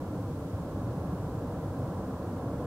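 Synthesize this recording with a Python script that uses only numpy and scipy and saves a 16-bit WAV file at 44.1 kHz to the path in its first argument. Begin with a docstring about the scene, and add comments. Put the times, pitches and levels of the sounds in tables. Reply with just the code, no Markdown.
"""A far rumble of ice and water rolls across a frozen fjord to a small stereo microphone on a rock.
Three bands of noise swell apart, almost nothing is left above 2 kHz. Chance peaks of the deep noise are set as
short low sines, with the steady deep noise lowered beneath them; two chance narrow-band peaks of the roar noise
near 500 Hz are set as faint sines. Delayed paths and scatter from the slopes spread the rumble in stereo;
preamp hiss lies on top."""
import sys
import numpy as np
from scipy import signal
from scipy.fft import rfft, irfft
from scipy.io import wavfile

SR = 44100
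rng = np.random.default_rng(int(sys.argv[2]) if len(sys.argv) > 2 else 0)


def wav_record(signal):
    """Record a signal, one row per channel, as 16-bit PCM in the file named by sys.argv[1]."""
    frames = np.transpose(np.atleast_2d(signal))
    bounded = np.clip(frames, -1, 1)
    # unit amplitude maps onto the largest positive 16-bit level
    quanta = np.round(bounded * 32767).astype(np.int16)
    wavfile.write(sys.argv[1], SR, quanta)


N = 117306


def from_db(db):
    """Amplitude ratio of a level in dB."""
    return 10 ** (np.asarray(db) / 20)


def coloured_noise(spectrum):
    """Steady Gaussian noise, shaped along log frequency by a relative power density, rms 1."""
    freq_hz, density_db = np.transpose(spectrum)
    grid_hz = np.maximum(np.fft.rfftfreq(N, 1 / SR), 1)
    gain = from_db(np.interp(np.log(grid_hz), np.log(freq_hz), density_db))
    noise = irfft(rfft(rng.standard_normal(N)) * gain, N)
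    return noise / noise.std()


def bell(t_s, centre_s, length_s):
    """Gaussian envelope, peak 1; length_s spans four standard deviations."""
    return np.exp(-0.5 * (4 * (t_s - centre_s) / length_s) ** 2)


# rumble band levels over time: time_s, deep_db, body_db, roar_db (rms; deep before lowering under peaks)
RUMBLE_SWELL = [(0, -38.5, -42.5, -43.5), (.4, -38, -45, -44.5), (.8, -37, -43, -43),
                (1.2, -36, -43, -42.5), (1.6, -38, -44, -42.5), (2.0, -36.5, -43, -41.5),
                (2.3, -39, -43.5, -42), (2.47, -39.5, -40, -42), (2.66, -35.5, -43.5, -41)]
# rumble colour with the dips of the ground bounce: freq_hz, density_db (per Hz, relative)
RUMBLE_SPECTRUM = [(12, -52), (20, -16), (45, -13), (70, -3), (100, 0.5), (155, -3.5), (180, -2),
                   (218, -10), (265, -5), (310, -6), (374, -15.5), (490, -9.5), (600, -12.5), (667, -17),
                   (778, -16), (870, -21), (1030, -18), (1230, -26), (1340, -24.5), (1450, -30),
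                   (1680, -32.5), (1810, -40), (2200, -46), (3000, -84)]
DEEP_TOP_HZ, ROAR_BOTTOM_HZ = 215, 375
PEAK_SHARE = 0.75  # share of the steady deep amplitude removed at the centre of a noise peak


def rumble(peak_cover):
    """Distant ice and water: one noise in three bands that swell apart; deep noise is lowered under peaks."""
    time_s, *levels_db = np.transpose(RUMBLE_SWELL)
    t_s = np.arange(N) / SR
    noise = coloured_noise(RUMBLE_SPECTRUM)

    def below(cutoff_hz):
        """Zero-phase lowpass, so that the bands add back up to the noise."""
        return signal.sosfiltfilt(signal.butter(3, cutoff_hz, fs=SR, output="sos"), noise)

    deep, deep_and_body = below(DEEP_TOP_HZ), below(ROAR_BOTTOM_HZ)
    bands = (deep, deep_and_body - deep, noise - deep_and_body)
    deep, body, roar = [
        from_db(np.interp(t_s, time_s, level_db)) * band / band.std()
        for level_db, band in zip(levels_db, bands)
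    ]
    return deep * (1 - PEAK_SHARE * peak_cover) + body + roar


# chance peaks of the deep noise, set as short low tones: centre_s, peak_db, pitch_hz, length_s
NOISE_PEAKS = [(0.088, -29, 94.4, 0.04), (0.269, -30, 110.9, .04), (0.318, -30, 150, 0.03),
               (0.547, -26, 95, 0.03), (0.857, -29.5, 109.9, 0.023), (0.9, -26.5, 111.2, 0.032),
               (0.977, -27.5, 150, 0.031), (1.135, -26.5, 175, 0.038), (1.139, -34, 107.4, 0.021),
               (1.382, -29, 114.4, 0.026), (1.689, -28.5, 100.6, 0.037), (1.796, -25, 129.5, 0.016),
               (1.84, -25.5, 119.5, 0.028), (1.912, -29.5, 170, 0.048), (2.097, -31.5, 182, 0.041),
               (2.475, -27.5, 115, 0.039), (2.488, -33, 275, 0.019)]


def deep_noise_peaks():
    """Chance peaks of the deep noise as short sines under bells; also returns their joint envelope, 0-1."""
    t_s, waves, cover = np.arange(N) / SR, np.zeros(N), np.zeros(N)
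    phases_rad = rng.uniform(0, 2 * np.pi, len(NOISE_PEAKS))
    for (centre_s, peak_db, pitch_hz, length_s), phase_rad in zip(NOISE_PEAKS, phases_rad):
        shape = bell(t_s, centre_s, length_s)
        waves += from_db(peak_db) * shape * np.sin(2 * np.pi * pitch_hz * t_s + phase_rad)
        cover = np.maximum(cover, shape)
    return waves, cover


# chance narrow-band peaks of the roar noise, set as faint sines:
# centre_s, peak_db, start_hz, end_hz, length_s
ROAR_NOISE_PEAKS = [(1.446, -43, 440.7, 498, 0.31), (2.608, -39.5, 500, 484.3, .14)]


def roar_noise_peaks():
    """Chance narrow-band peaks of the roar noise as faint sines under bells, frequency moving linearly."""
    t_s, out = np.arange(N) / SR, np.zeros(N)
    for centre_s, peak_db, start_hz, end_hz, length_s in ROAR_NOISE_PEAKS:
        ends_s = [centre_s - length_s / 2, centre_s + length_s / 2]
        freq_hz = np.interp(t_s, ends_s, [start_hz, end_hz])
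        sine = np.sin(2 * np.pi * np.cumsum(freq_hz) / SR)
        out += from_db(peak_db) * bell(t_s, centre_s, length_s) * sine
    return out


# paths to the microphone, direct first: lag_s, left_share (amplitude ratio; negative leans right)
SOUND_PATHS = [(0, -0.065), (.0016, 0.024), (.004, 0.076), (.0087, .02)]
LEFT_LAG_S = 2e-5  # left capsule behind right
WIDTH_HZ = 420  # capsules hear nearly alike below this


def path_side(mid):
    """Half the left-right difference: each lagged path leans to one side, the left lags, bass stays central."""
    hz = np.fft.rfftfreq(N, 1 / SR)
    lean = sum(left_share * np.exp(-2j * np.pi * hz * lag_s) for lag_s, left_share in SOUND_PATHS)
    lean = lean - 1j * np.pi * hz * LEFT_LAG_S  # first-order delay, half per channel
    bass_cut = hz ** 6 / (hz ** 6 + WIDTH_HZ ** 6)
    return irfft(rfft(mid) * lean * bass_cut, N)


# scatter colour: freq_hz, density_db (per Hz, relative)
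SCATTER_SPECTRUM = [(88, -48), (150, -29), (172, -18), (215, -5.5), (278, -11), (390, 2), (453, 1),
                    (629, -4), (746, -6), (857, 2), (1000, -18), (1350, -9), (1900, -16), (2470, -38),
                    (4180, -120)]
SCATTER_DB = -60  # rms


def slope_scatter():
    """Rumble scattered from the slopes: independent noise, opposite in left and right."""
    return from_db(SCATTER_DB) * coloured_noise(SCATTER_SPECTRUM)


def scene():
    """Sum the rumble and its noise peaks, then spread them to left and right."""
    deep_peaks, peak_cover = deep_noise_peaks()
    mid = rumble(peak_cover) + deep_peaks + roar_noise_peaks()
    side = path_side(mid) + slope_scatter()
    return np.array([mid + side, mid - side])


# hiss colour in sum and in difference: freq_hz, density_db (per Hz, relative)
HISS_MID_SPECTRUM = [(100, -21), (1000, -5.5), (2500, 0), (5000, -3), (9000, -4.5), (16000, -7.5)]
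HISS_SIDE_SPECTRUM = [(140, -30), (200, 4.5), (2500, -2), (5000, -6), (9000, -8.5), (16000, -11.5)]
HISS_MID_DB, HISS_SIDE_DB = -63, -60.5  # rms before the top is cut


def preamp_hiss():
    """Steady preamp noise, independent in sum and difference."""
    mid = from_db(HISS_MID_DB) * coloured_noise(HISS_MID_SPECTRUM)
    side = from_db(HISS_SIDE_DB) * coloured_noise(HISS_SIDE_SPECTRUM)
    return np.array([mid + side, mid - side])


CUTOFF_HZ, FADE_S = 15730, 0.002


def record(dry):
    """Add preamp hiss, fade both ends, cut the top with a steep elliptic lowpass."""
    from_start = np.arange(N)
    to_nearest_end = np.minimum(from_start, from_start[::-1])
    fade = np.minimum(1, to_nearest_end / (FADE_S * SR))
    lowpass = signal.ellip(14, 0.3, 60, CUTOFF_HZ, fs=SR, output="sos")  # ripple_db, stop_db
    return signal.sosfilt(lowpass, fade * (dry + preamp_hiss()))


dry = scene()
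out = record(dry)
wav_record(out)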